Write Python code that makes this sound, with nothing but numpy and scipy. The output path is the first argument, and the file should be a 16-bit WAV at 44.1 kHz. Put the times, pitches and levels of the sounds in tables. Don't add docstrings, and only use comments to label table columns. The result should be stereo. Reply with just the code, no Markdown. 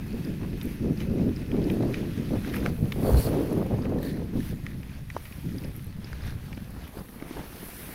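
import sys
import numpy as np
from scipy import signal
from scipy.fft import rfft, irfft, next_fast_len
from scipy.io import wavfile
from scipy.ndimage import uniform_filter1d

SR = 44100
rng = np.random.default_rng(int(sys.argv[2]) if len(sys.argv) > 2 else 0)


def digitize_waveform(pressure):
    field = np.atleast_2d(pressure).T
    bounded = np.clip(field, -1, 1)
    quanta = np.round(bounded * 32767).astype(np.int16)
    wavfile.write(sys.argv[1], SR, quanta)


def boost(x):
    u = np.asarray(x, float) / 20
    return 10 ** u


N = 350154
PORT_LAG = 20


def evened(x):
    return x / np.sqrt(np.mean(x ** 2) + 1e-20)


def read(points, hz):
    f, value = np.transpose(points)
    return np.interp(np.log(hz + 1), np.log(f + 1), value)


def curves(rows):
    s, *columns = np.transpose(rows)
    return [np.interp(np.arange(N) / SR, s, c) for c in columns]


def colour(x, points):
    size = next_fast_len(N + 4096)
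    gain = boost(read(points, np.fft.rfftfreq(size, 1 / SR)))
    return irfft(rfft(x, size) * gain, size)[:N]


def lumps(rate_hz, depth_db):
    lowpass = signal.butter(2, rate_hz, fs=SR, output="sos")
    wobble = signal.sosfilt(lowpass, rng.standard_normal(N))
    return evened(boost(depth_db * np.clip(evened(wobble), -3, 3)))


def resonate(x, hz, width_hz):
    turn = np.exp(2j * np.pi * np.cumsum(hz * np.ones(len(x))) / SR)
    r = np.exp(-np.pi * width_hz / SR)
    return 2 * (turn * signal.lfilter([1 - r], [1, -r], x / turn)).real


def add(mix, s, sound):
    part = mix[:, round(s * SR):][:, :sound.shape[1]]
    part += sound[:, :part.shape[1]]


def swells(bed_db, rows, rise_s, fall_s):
    t = np.arange(0, N, 64) / SR
    s, held, peak_db = np.transpose(rows)[:, :, None]
    rising = 1 + (t - s) / rise_s
    falling = 1 - (t - s - held) / fall_s
    share = np.clip(np.minimum(rising, falling), 0, 1)
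    bed_points = (bed_db * np.ones(N))[::64]
    lift = (share * np.maximum(peak_db - bed_points, 0)).max(0)
    return bed_db + np.interp(np.arange(N) / SR, t, lift)


def lifted(beds, events, rise_s, fall_s):
    levels = []
    for k, bed in enumerate(beds):
        rows = [(s, held, peaks[k]) for s, held, *peaks in events]
        levels.append(swells(bed, rows, rise_s, fall_s))
    return levels


def rattle(ms, draw):
    u = np.arange(len(draw)) / SR * 1000 / ms
    puff = draw * (np.exp(-2.2 * u ** 2) + 0.2 * np.exp(-.6 * u))
    puff[0] = 7.7
    return puff


def burst(drive, hz, width_hz):
    return evened(resonate(resonate(drive, hz, 2 * width_hz), hz, width_hz))


def thump(hz, ms):
    t = np.arange(round(ms * SR / 250)) / SR
    u = t * 1000 / ms
    push = np.sin(2 * np.pi * hz * t) * np.minimum(u / 0.12, 1) * np.exp(-2.5 * u ** 2)
    return push / abs(push).max()


# (multiple of the pitch [ratio], level [dB])
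EDDY_SHAPE = [(.1, -13), (.3, -5.5), (.7, -2), (1.3, -1.5), (1.9, -8), (2.8, -18), (5, -44)]


def eddies(pitch_hz):
    frames = N // 256 + 6
    pitch = pitch_hz[np.minimum(np.arange(frames) * 256, N - 1)]
    multiple, db = np.transpose(EDDY_SHAPE)
    ratio = np.fft.rfftfreq(1024, 1 / SR)[:, None] / pitch + 1e-3
    a, b = rng.standard_normal((frames, 513, 2)).T
    shape = boost(np.interp(np.log(ratio), np.log(multiple), db, right=-100)) / np.sqrt(pitch)
    return evened(signal.istft((a + 1j * b) * shape, nperseg=1024, noverlap=768)[1][:N])


# (time [s], buffeting [dB], eddy pitch when a gust is 5 dB above the lull [Hz], sharp-edged tearing [dB])
LEFT_LULL = [(0.0, -30, 170, -54), (0.76, -29.5, 166, -64), (1.35, -28.5, 169, -54.5), (1.7, -24, 217, -48),
             (2.3, -28, 180, -54), (2.65, -26.5, 179, -46), (2.82, -27.5, 134, -45), (3.05, -26, 193, -37),
             (3.14, -26, 78.4, -31), (3.23, -27, 105, -37), (3.39, -25.5, 232, -27.5),
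             (3.8, -26.5, 147, -35.5), (3.95, -25.5, 214, -35), (4.45, -29, 154, -56),
             (5.1, -36.5, 85.5, -61), (5.33, -40, 94, -53), (5.55, -33, 134, -50), (5.85, -37, 104, -55),
             (6.45, -32.5, 101, -60), (6.95, -55, 89.5, -54), (7.1, -50, 170, -54), (7.5, -53, 163, -54),
             (7.66, -49, 175, -52.5), (7.93, -48, 220, -46)]
# (top reached [s], held [s], buffeting [dB], tearing [dB])
LEFT_GUSTS = [(.14, 0.034, -23.5, -45), (.27, 0.054, -22, -55), (0.431, .11, -24, -50),
              (.66, 0.018, -22.5, -42), (0.842, 0.076, -19.5, -36), (.97, 0.11, -25.5, -44),
              (1.099, 0.12, -19, -38.5), (1.2, 0.089, -18.5, -37.5), (1.41, 0.014, -25, -44),
              (1.54, 0.073, -18, -33), (1.68, 0.056, -19.5, -33.5), (1.82, 0.066, -18.5, -32.5),
              (1.94, .05, -22, -50), (2.03, 0.023, -22.5, -35), (2.19, 0.039, -24.5, -49),
              (2.328, 0.026, -18, -26), (2.49, 0.0033, -23, -31.5), (2.55, 0.16, -24, -36.5),
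              (2.829, 0.013, -18, -32), (2.99, .05, -21, -29), (3.059, 0.034, -18.5, -18),
              (3.12, 0.047, -16, -23), (3.27, 0.057, -19.5, -25), (3.34, 0.071, -20.5, -25),
              (3.54, 0.058, -20, -25.5), (3.73, 0.036, -19.5, -25.5), (3.82, 0.1, -22, -31),
              (3.91, 0.13, -22, -32), (4.068, 0.034, -23.5, -40), (4.169, 0.048, -23, -35.5),
              (4.36, 0.014, -19, -35), (4.52, 0.0046, -22.5, -41), (4.65, 0.16, -28.5, -51),
              (4.85, .18, -30.5, -56), (5.11, 0.067, -35, -57), (5.381, 0.0077, -29.5, -53),
              (5.461, 0.022, -23, -57), (5.549, .005, -22, -45), (5.64, 0.037, -27, -41),
              (5.78, 0.0039, -28.5, -55), (5.88, 0.0046, -29, -53), (5.98, .02, -28.5, -54),
              (6.07, .11, -31.5, -54), (6.26, .09, -28, -51), (6.51, 0.019, -30.5, -55),
              (6.619, 0.0029, -29, -53), (6.7, 0.026, -33.5, -55), (6.87, 0.0042, -35, -51),
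              (6.98, 0.016, -45, -47), (7.25, 0.0044, -43, -48), (7.33, 0.0042, -42, -49),
              (7.43, .005, -47, -44), (7.56, 0.017, -42, -51)]
# (frequency [Hz], density [dB per Hz])
TEARING_COLOUR = [(100, -28), (250, -4), (450, -1), (700, -12.5), (1100, -23.5), (1700, -36.5), (4000, -64)]
# (frequency [Hz], density [dB per Hz])
RASP_COLOUR = [(400, -28), (800, 1.5), (1300, -5), (2000, -17), (3500, -45)]


def wind_left():
    lull_db, lull_hz, edge_db = curves(LEFT_LULL)
    buffet_db, tear_db = lifted([lull_db, edge_db], LEFT_GUSTS, rise_s=0.052, fall_s=0.059)
    octaves_per_db = 0.0379
    eddy_hz = lull_hz * 2 ** (octaves_per_db * (buffet_db - lull_db - 5))
    shreds = rng.standard_normal(N) * lumps(72, 3.3)
    buffeting = boost(buffet_db) * eddies(eddy_hz) * lumps(23, 1.2)
    tearing = boost(tear_db) * evened(colour(shreds, TEARING_COLOUR))
    rasp_db = -48 + 1.5 * (tear_db + 23)
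    rasp = boost(rasp_db) * evened(colour(shreds, RASP_COLOUR))
    return np.array([buffeting + tearing + rasp, np.zeros(N)])


# (time [s], low rumble [dB], flutter [dB])
RIGHT_LULL = [(0.0, -46, -44.5), (.4, -44, -48), (1.0, -41, -49.5), (1.7, -35, -48), (2.2, -38, -51),
              (2.8, -35, -50), (3.4, -37, -58), (3.9, -41, -48), (4.45, -41, -50.5), (4.75, -45, -51),
              (5.35, -44, -55), (5.6, -35, -58.5), (6.1, -52, -44), (6.6, -41, -45), (7.1, -54, -45),
              (7.5, -36.5, -41.5), (7.73, -46.5, -45), (7.93, -36, -36)]
# (top reached [s], held [s], rumble [dB], flutter [dB])
RIGHT_JOLTS = [(.13, .02, -29.5, -50), (1.9, .03, -37, -40), (2.47, .02, -35, -49), (2.66, .01, -35, -28),
               (3.1, 0.19, -33, -41), (3.84, 0.087, -40, -39), (4.85, 0.15, -39.5, -49),
               (5.16, .01, -33, -46), (6.27, .05, -40, -39.5), (6.8, 0.037, -31.5, -39.5),
               (6.99, 0.0043, -26.5, -35), (7.23, .02, -43, -36), (7.37, 0.036, -39, -31),
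               (7.65, 0.022, -47, -37)]
# (frequency [Hz], density [dB per Hz])
RUMBLE_COLOUR = [(15, -23), (45, 13.5), (100, 3), (200, -0.5), (400, -26), (1500, -80)]
# (frequency [Hz], density [dB per Hz])
FLUTTER_COLOUR = [(100, -0.5), (230, 3), (500, -7), (900, -10), (2000, -23.5), (6000, -72)]


def wind_right():
    rumble_db, flutter_db = lifted(curves(RIGHT_LULL), RIGHT_JOLTS, rise_s=0.1, fall_s=0.054)
    rumble = colour(rng.standard_normal(N) * lumps(13, 3.2), RUMBLE_COLOUR)
    flutter = colour(rng.standard_normal(N) * lumps(69, 4.6), FLUTTER_COLOUR)
    right = boost(rumble_db) * evened(rumble) + boost(flutter_db) * evened(flutter)
    return np.array([np.zeros(N), right])


def patchy(patch_db, crunch, grains_per_s, spread_db):
    hop, size = 128, 512
    frames = N // hop + 6
    a, b, patches = rng.standard_normal((frames, size // 2 + 1, 3)).T
    patches = evened(uniform_filter1d(uniform_filter1d(patches, 8, 0), 14, 1))
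    bed = signal.istft((a + 1j * b) * boost(patch_db * patches), nperseg=size, noverlap=size - hop)[1][:N]
    strength = boost(spread_db * np.minimum(rng.exponential(1, N), 4))
    train = (rng.random(N) < grains_per_s / SR) * strength
    fading = signal.lfilter([1], [1, -np.exp(-1 / (0.0013 * SR))], train)
    grains = rng.standard_normal(N) * fading
    crunch = np.clip(crunch, 0, 1)
    return np.sqrt(1 - crunch) * evened(bed) + np.sqrt(crunch) * evened(grains)


def ports(near, other, left_colour, right_colour):
    alike = .6
    far = alike * np.roll(near, PORT_LAG) + np.sqrt(1 - alike ** 2) * other
    return np.array([colour(far, left_colour), colour(near, right_colour)])


# (frequency [Hz], density [dB per Hz])
HISS_LEFT_COLOUR = [(300, -4), (800, -9.5), (1700, -10.5), (2600, -13), (3200, -36), (6000, -70),
                    (15000, -45)]
# (frequency [Hz], density [dB per Hz])
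HISS_RIGHT_COLOUR = [(300, -3), (800, -0.5), (1700, 2.5), (2550, -0.5), (3200, -2.5), (5200, -7),
                     (6300, -9.5), (7500, -18.5), (12500, -19.5), (15000, -24), (15500, -50)]


def runner_hiss(db):
    near, other = patchy(1.67, 0.14, 300, 4.8), patchy(1.1, .15, 300, 3.4)
    hiss = ports(near, other, HISS_LEFT_COLOUR, HISS_RIGHT_COLOUR)
    return boost(db) * hiss / hiss[1].std()


# (frequency [Hz], density [dB per Hz])
SWISH_LEFT_COLOUR = [(1000, 7.5), (2600, -9), (3500, -22), (4300, 1), (5200, -15), (6200, -22), (7800, 2),
                     (10000, -1)]
# (frequency [Hz], density [dB per Hz])
SWISH_RIGHT_COLOUR = [(1000, -38), (3400, 7), (4300, 6), (5200, 1), (6500, -3), (9000, 0), (12500, -7),
                      (15000, -22)]


def loose_snow_swish(db):
    near, other = patchy(6.4, .15, 400, 5.4), patchy(1.8, .15, 370, 4.7)
    swish = ports(near, other, SWISH_LEFT_COLOUR, SWISH_RIGHT_COLOUR)
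    return boost(db) * swish / swish[0].std()


# (frequency [Hz], density [dB per Hz])
FIZZ_LEFT_COLOUR = [(6000, -9.5), (7500, -10), (8500, -6.5), (10000, 3), (12500, 3), (15000, 1.5),
                    (16000, -6)]
# (frequency [Hz], density [dB per Hz])
FIZZ_RIGHT_COLOUR = [(7000, -51), (9000, -29), (12500, -25), (15000, -19), (15500, -50)]


def spray_fizz(db):
    near, other = patchy(2.5, 0.21, 500, 1.7), patchy(2.2, 0.27, 500, 4.0)
    fizz = ports(near, other, FIZZ_LEFT_COLOUR, FIZZ_RIGHT_COLOUR)
    return boost(db) * fizz / fizz[0].std() * lumps(13.4, 0.55)


# (time [s], level [dB])
SINGING_LEVEL = [(0, -56.5), (2.8, -58.5), (3.6, -62.5), (7.93, -74)]


def runner_singing():
    hz, width_hz = 2550, 220
    tone = resonate(resonate(rng.standard_normal(N), hz, width_hz), hz, width_hz)
    right = boost(curves(SINGING_LEVEL)[0]) * evened(tone) * lumps(23, 1.1)
    return np.array([np.zeros(N), right])


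# (time [s], runner hiss at the right port [dB], fine fizz at the left port [dB])
GLIDE = [(0.0, -47.5, -53.5), (.9, -48, -54.5), (1.4, -48, -55), (1.9, -43.5, -52.5), (2.3, -44, -51),
         (2.8, -49.5, -53), (3.0, -45, -44.5), (3.45, -44, -47.5), (3.9, -49, -56), (4.6, -50, -55),
         (5.05, -53, -56.5), (5.4, -47.5, -50.5), (5.95, -52.5, -57), (6.6, -50, -54.5), (7.1, -53, -50.5),
         (7.45, -46, -48.5), (7.68, -46.5, -40), (7.93, -43, -40)]
# (top reached [s], held [s], hiss at the right port [dB], fizz at the left port [dB], swish there [dB])
SNOW_SWOOSHES = [(.2, 0.072, -45.5, -52.5, -57), (.63, .09, -45.5, -49, -59), (1.01, .005, -42, -49, -69),
                 (1.2, .01, -45.5, -54, -60), (1.38, 0.04, -46, -56, -56), (1.69, 0.063, -43.5, -50, -66),
                 (1.96, 0.014, -40, -50, -64), (2.13, 0.055, -47.5, -51.5, -76),
                 (2.36, 0.051, -46, -49.5, -55), (2.47, 0.0046, -38.5, -47.5, -63),
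                 (2.56, 0.0075, -36.5, -41, -61), (2.66, 0.0044, -39.5, -46.5, -65),
                 (2.75, .18, -49, -49, -60), (2.93, .005, -46.5, -51, -52), (3.07, .06, -45, -38, -43),
                 (3.18, 0.079, -41.5, -36, -37), (3.32, 0.066, -41, -45, -64),
                 (4.05, 0.032, -46, -46.5, -47), (4.39, .02, -44.5, -49.5, -57),
                 (4.45, 0.041, -44.5, -46, -57), (4.67, 0.0046, -49, -54, -68), (4.92, .04, -47, -56, -75),
                 (5.16, .005, -48, -53, -52), (5.24, 0.085, -48.5, -48.5, -56.5),
                 (5.58, 0.067, -47, -50.5, -63), (5.78, 0.024, -50, -49.5, -69),
                 (6.05, 0.21, -46.5, -54.5, -72), (6.27, 0.013, -42, -48.5, -61),
                 (6.46, 0.012, -47, -58, -58), (6.82, .02, -45.5, -53, -68), (6.98, 0.0045, -49, -48, -51),
                 (7.14, .005, -55, -48, -60), (7.32, 0.095, -44, -50.5, -54),
                 (7.58, 0.022, -43.5, -44.5, -61), (7.66, 0.053, -50, -42, -51.5)]


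def snow():
    swish_bed_db = -63
    beds = [*curves(GLIDE), swish_bed_db]
    hiss_db, fizz_db, swish_db = lifted(beds, SNOW_SWOOSHES, rise_s=0.067, fall_s=.07)
    return runner_hiss(hiss_db) + loose_snow_swish(swish_db) + spray_fizz(fizz_db) + runner_singing()


# (time [s], pitch [Hz], length [ms], left thump peak [dB], right thump peak [dB])
DULL_KNOCKS = [(0.167, 204, 12, -50, -32), (2.4737, 260, 9, -45, -24), (2.612, 204, 11, -45, -26),
               (2.6555, 500, 3.8, -43, -17), (2.661, 325, 5.1, -41, -14.5), (2.6766, 570, 7.2, -43, -23),
               (3.2038, 269, 8.3, -42, -22), (3.8348, 204, 8.5, -50, -24), (5.1474, 253, 18, -41, -29.5),
               (5.1649, 546, 4.2, -47, -19), (5.1655, 970, 5.4, -50, -17), (5.3114, 215, 13, -49, -29.5),
               (6.044, 301, 5.6, -48, -29), (6.4797, 258, 5.8, -49, -28.5), (6.5745, 240, 11, -31, -28),
               (6.971, 250, 3.3, -36, -22), (7.008, 193, 17, -49, -26), (7.09, 203, 16, -36, -37),
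               (7.13, 215, 7, -31, -46), (7.159, 224, 23, -34, -36), (7.2234, 256, 7.2, -23, -26),
               (7.309, 308, 9, -39, -21), (7.367, 250, 8.2, -47, -35), (7.402, 224, 15, -25, -32),
               (7.524, 255, 14, -46, -33)]


def knocks():
    out = np.zeros((2, N))
    crunch_db, crunch_ms = -10.5, 8.3
    band = signal.butter(2, [250, 1300], "band", fs=SR)
    for s, hz, ms, left_db, right_db in DULL_KNOCKS:
        port_db = np.array([left_db, right_db])
        crunch = signal.lfilter(*band, rattle(crunch_ms, rng.standard_normal(2000)))
        add(out, s, np.outer(boost(crunch_db + port_db), crunch / abs(crunch).max()))
        add(out, s, np.outer(boost(port_db), thump(hz, ms)))
    return out


# (time [s], pitch [Hz], length [ms], peak at the left port [dB])
BRIGHT_TICKS = [(.2451, 14000, 3, -41), (.6303, 12900, 7, -28), (.6544, 12690, 5, -32),
                (2.559, 12300, 8, -27), (2.9236, 12700, 8, -32), (3.5314, 11600, 3, -29),
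                (4.0288, 13300, 4.4, -28), (5.7641, 13370, 3, -26.5), (5.8434, 11700, 5.9, -36),
                (5.8679, 11800, 3, -35), (6.2675, 9550, 5.6, -37), (6.8777, 12500, 6, -33)]


def ticks():
    out = np.zeros((2, N))
    treble = signal.butter(3, 9000, "high", fs=SR)
    for s, hz, ms, db in BRIGHT_TICKS:
        drive = rattle(ms, rng.standard_normal(1200))
        tick = burst(drive, hz, 1000) + 0.5 * evened(signal.lfilter(*treble, drive))
        add(out, s, np.outer([1, .1], boost(db) * tick / abs(tick).max()))
    return out


# (pitch [Hz], filter width [Hz], level before reach and chance [dB])
FRAME_MODES = [(1280, 350, -1.5), (1500, 410, 3), (1870, 380, 2), (2100, 230, -3), (2365, 400, 1),
               (2860, 380, -2.5), (3600, 300, -2), (4900, 510, 3)]


def click(db, hz, ms, draw, chance):
    drive = rattle(ms, draw)
    crack = signal.lfilter(*signal.butter(2, 6000, fs=SR), drive)
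    ring = 0
    for (mode_hz, width_hz, mode_db), c in zip(FRAME_MODES, chance):
        reach_db = max(-22 * abs(np.log2(mode_hz / hz)), -20)
        ring = ring + boost(mode_db + 2.5 * c + reach_db) * burst(drive, mode_hz, width_hz)
    sound = evened(ring) + 0.046 * evened(crack)
    sound *= boost(db) / abs(sound).max()
    left_db = -21
    return np.array([boost(left_db) * np.roll(sound, PORT_LAG), sound])


# (time [s], peak at the right port [dB], struck place [Hz], length [ms])
SMALL_CLICKS = [(0.249, -31, 4470, 3.1), (.4315, -33, 2210, 4.4), (0.531, -33.5, 2500, 1.6),
                (.6134, -24, 3100, 2.1), (.974, -34.5, 4900, 2.3), (1.0038, -25, 2800, 4.6),
                (1.016, -30, 2150, 11), (1.3627, -31, 4900, 2), (1.5164, -24.5, 2460, 3.4),
                (1.6413, -32, 4600, 2.1), (1.7, -21, 2710, 3.8), (1.942, -18.5, 2250, 6.1),
                (2.4477, -24, 1750, 1.9), (2.476, -27, 2000, 2.6), (2.498, -29, 2920, 3),
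                (2.5378, -24, 1680, 14), (2.5658, -21, 1620, 2.4), (2.6617, -10.5, 1390, 1.3),
                (2.9216, -18, 2150, 4.7), (2.9212, -23.5, 3600, 3.5), (3.854, -29, 1900, 5.3),
                (4.6657, -19.5, 1930, 2.4), (4.8312, -31, 2100, 4.6), (5.1015, -24, 2043, 5.7),
                (5.1659, -26, 1300, 3.1), (5.254, -27.5, 2230, 9.2), (5.3246, -30.5, 2500, 3.9),
                (5.5831, -29.5, 4560, 2.5), (5.6381, -32, 2290, 5.4), (6.0445, -28.5, 4430, 3.8),
                (6.1302, -25, 1300, 1.7), (6.1305, -36, 4900, 1.5), (6.2383, -30, 1500, 2.4),
                (6.276, -36, 3600, 3), (6.305, -36, 3700, 5), (6.529, -25.5, 2320, 5.2),
                (6.5753, -36, 2400, 6), (6.9725, -36, 1350, 3.2), (7.224, -28, 1550, 5.2)]


def clicks():
    out = np.zeros((2, N))
    faint = []
    for a, b, c, d in rng.random((24, 4)):
        faint.append((a * N / SR, -40 + 5 * b, 1400 * 4.3 ** c, 7.1 * (.5 + d)))
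    for s, db, hz, ms in SMALL_CLICKS + faint:
        draw = rng.standard_normal(1200)
        add(out, s, click(db, hz, ms, draw, draw[-len(FRAME_MODES):]))
    return out


# (centre [s], half length [s], main band at the right port [dB], main band [Hz], second band [Hz])
BANDED_SCRAPES = [(3.11, 0.054, -53, 4460, 3200), (3.22, 0.064, -46.5, 4470, 3000),
                  (4.7, 0.062, -52, 1830, 3400), (4.1, 0.095, -49, 1750, 4100),
                  (6.27, 0.062, -46, 1550, 3540), (2.55, 0.02, -37.5, 1800, 1300),
                  (0.43, .025, -45, 950, 970), (.7, 0.024, -48, 2100, 900)]


def scrapes():
    t, out = np.arange(N) / SR, np.zeros(N)
    rub = patchy(1.4, 0.68, 300, 2.4)
    for s, half, db, main_hz, second_hz in BANDED_SCRAPES:
        main = evened(resonate(resonate(rub, main_hz, 600), main_hz, 600))
        second = evened(resonate(resonate(rub, second_hz, 600), second_hz, 600))
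        swell = np.exp(-((t - s) / half) ** 2)
        out += boost(db) * swell * (main + .6 * second)
    return np.array([.5 * np.roll(out, PORT_LAG), out])


# (time [s], peak [dB])
WIND_POPS = [(1.196, -24), (1.588, -37), (1.769, -23), (1.807, -20), (1.835, -16.5), (2.307, -25),
             (3.627, -21), (3.739, -20), (3.923, -17)]


def pops():
    out = np.zeros((2, N))
    for s, db in WIND_POPS:
        add(out, s, np.outer([1, 0], boost(db) * thump(590, 4.5)))
    return out


# (start [s], end [s], flap rate [Hz], approximate peak [dB])
FLAPPING_GUST = (3.1215, 3.2, 64, -9)


def flap():
    start, end, hz, peak_db = FLAPPING_GUST
    t = np.arange(0, end - start, 1 / SR)
    turn = 2 * np.pi * hz * t
    swing = -np.cos(turn) + 0.17 * np.cos(2 * turn) - 0.16 * np.cos(4.0 * turn)
    out = np.zeros((2, N))
    add(out, start, np.outer([1, 0], boost(peak_db) * swing * signal.windows.tukey(len(t), .25)))
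    return out


# (time [s], peak at the right port [dB])
JOINT_SLIPS = [(3.986, -32), (4.03, -26.5), (4.05, -28), (4.073, -29.5), (4.404, -32), (4.488, -35),
               (4.51, -33), (6.276, -49)]
# (pitch [Hz], level [dB], time to die by 60 dB [s])
JOINT_MODES = [(1770, 0, 0.026), (3620, 0.5, 0.012), (5870, -14, .015)]


def joint_slips():
    out = np.zeros((2, N))
    t = np.arange(2000) / SR
    ring = sum(boost(db - 60 * t / t60) * np.sin(2 * np.pi * hz * t) for hz, db, t60 in JOINT_MODES)
    for s, db in JOINT_SLIPS:
        slip = signal.oaconvolve(ring, rattle(4.1, rng.standard_normal(2000)))
        slip *= boost(db) / abs(slip).max()
        add(out, s, np.array([0.57 * np.roll(slip, PORT_LAG), slip]))
    return out


def scene():
    wind = wind_left() + wind_right() + pops() + flap()
    sled = knocks() + ticks() + clicks() + scrapes() + joint_slips()
    return wind + snow() + sled


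def low_pass(x):
    return signal.sosfilt(signal.butter(12, 16520, fs=SR, output="sos"), x)


def record(dry):
    edge = signal.firwin(511, 15850, window=("kaiser", 9), fs=SR)
    mix = signal.oaconvolve(dry, edge[None], "same")
    return low_pass(mix)


dry = scene()
out = record(dry)
digitize_waveform(out)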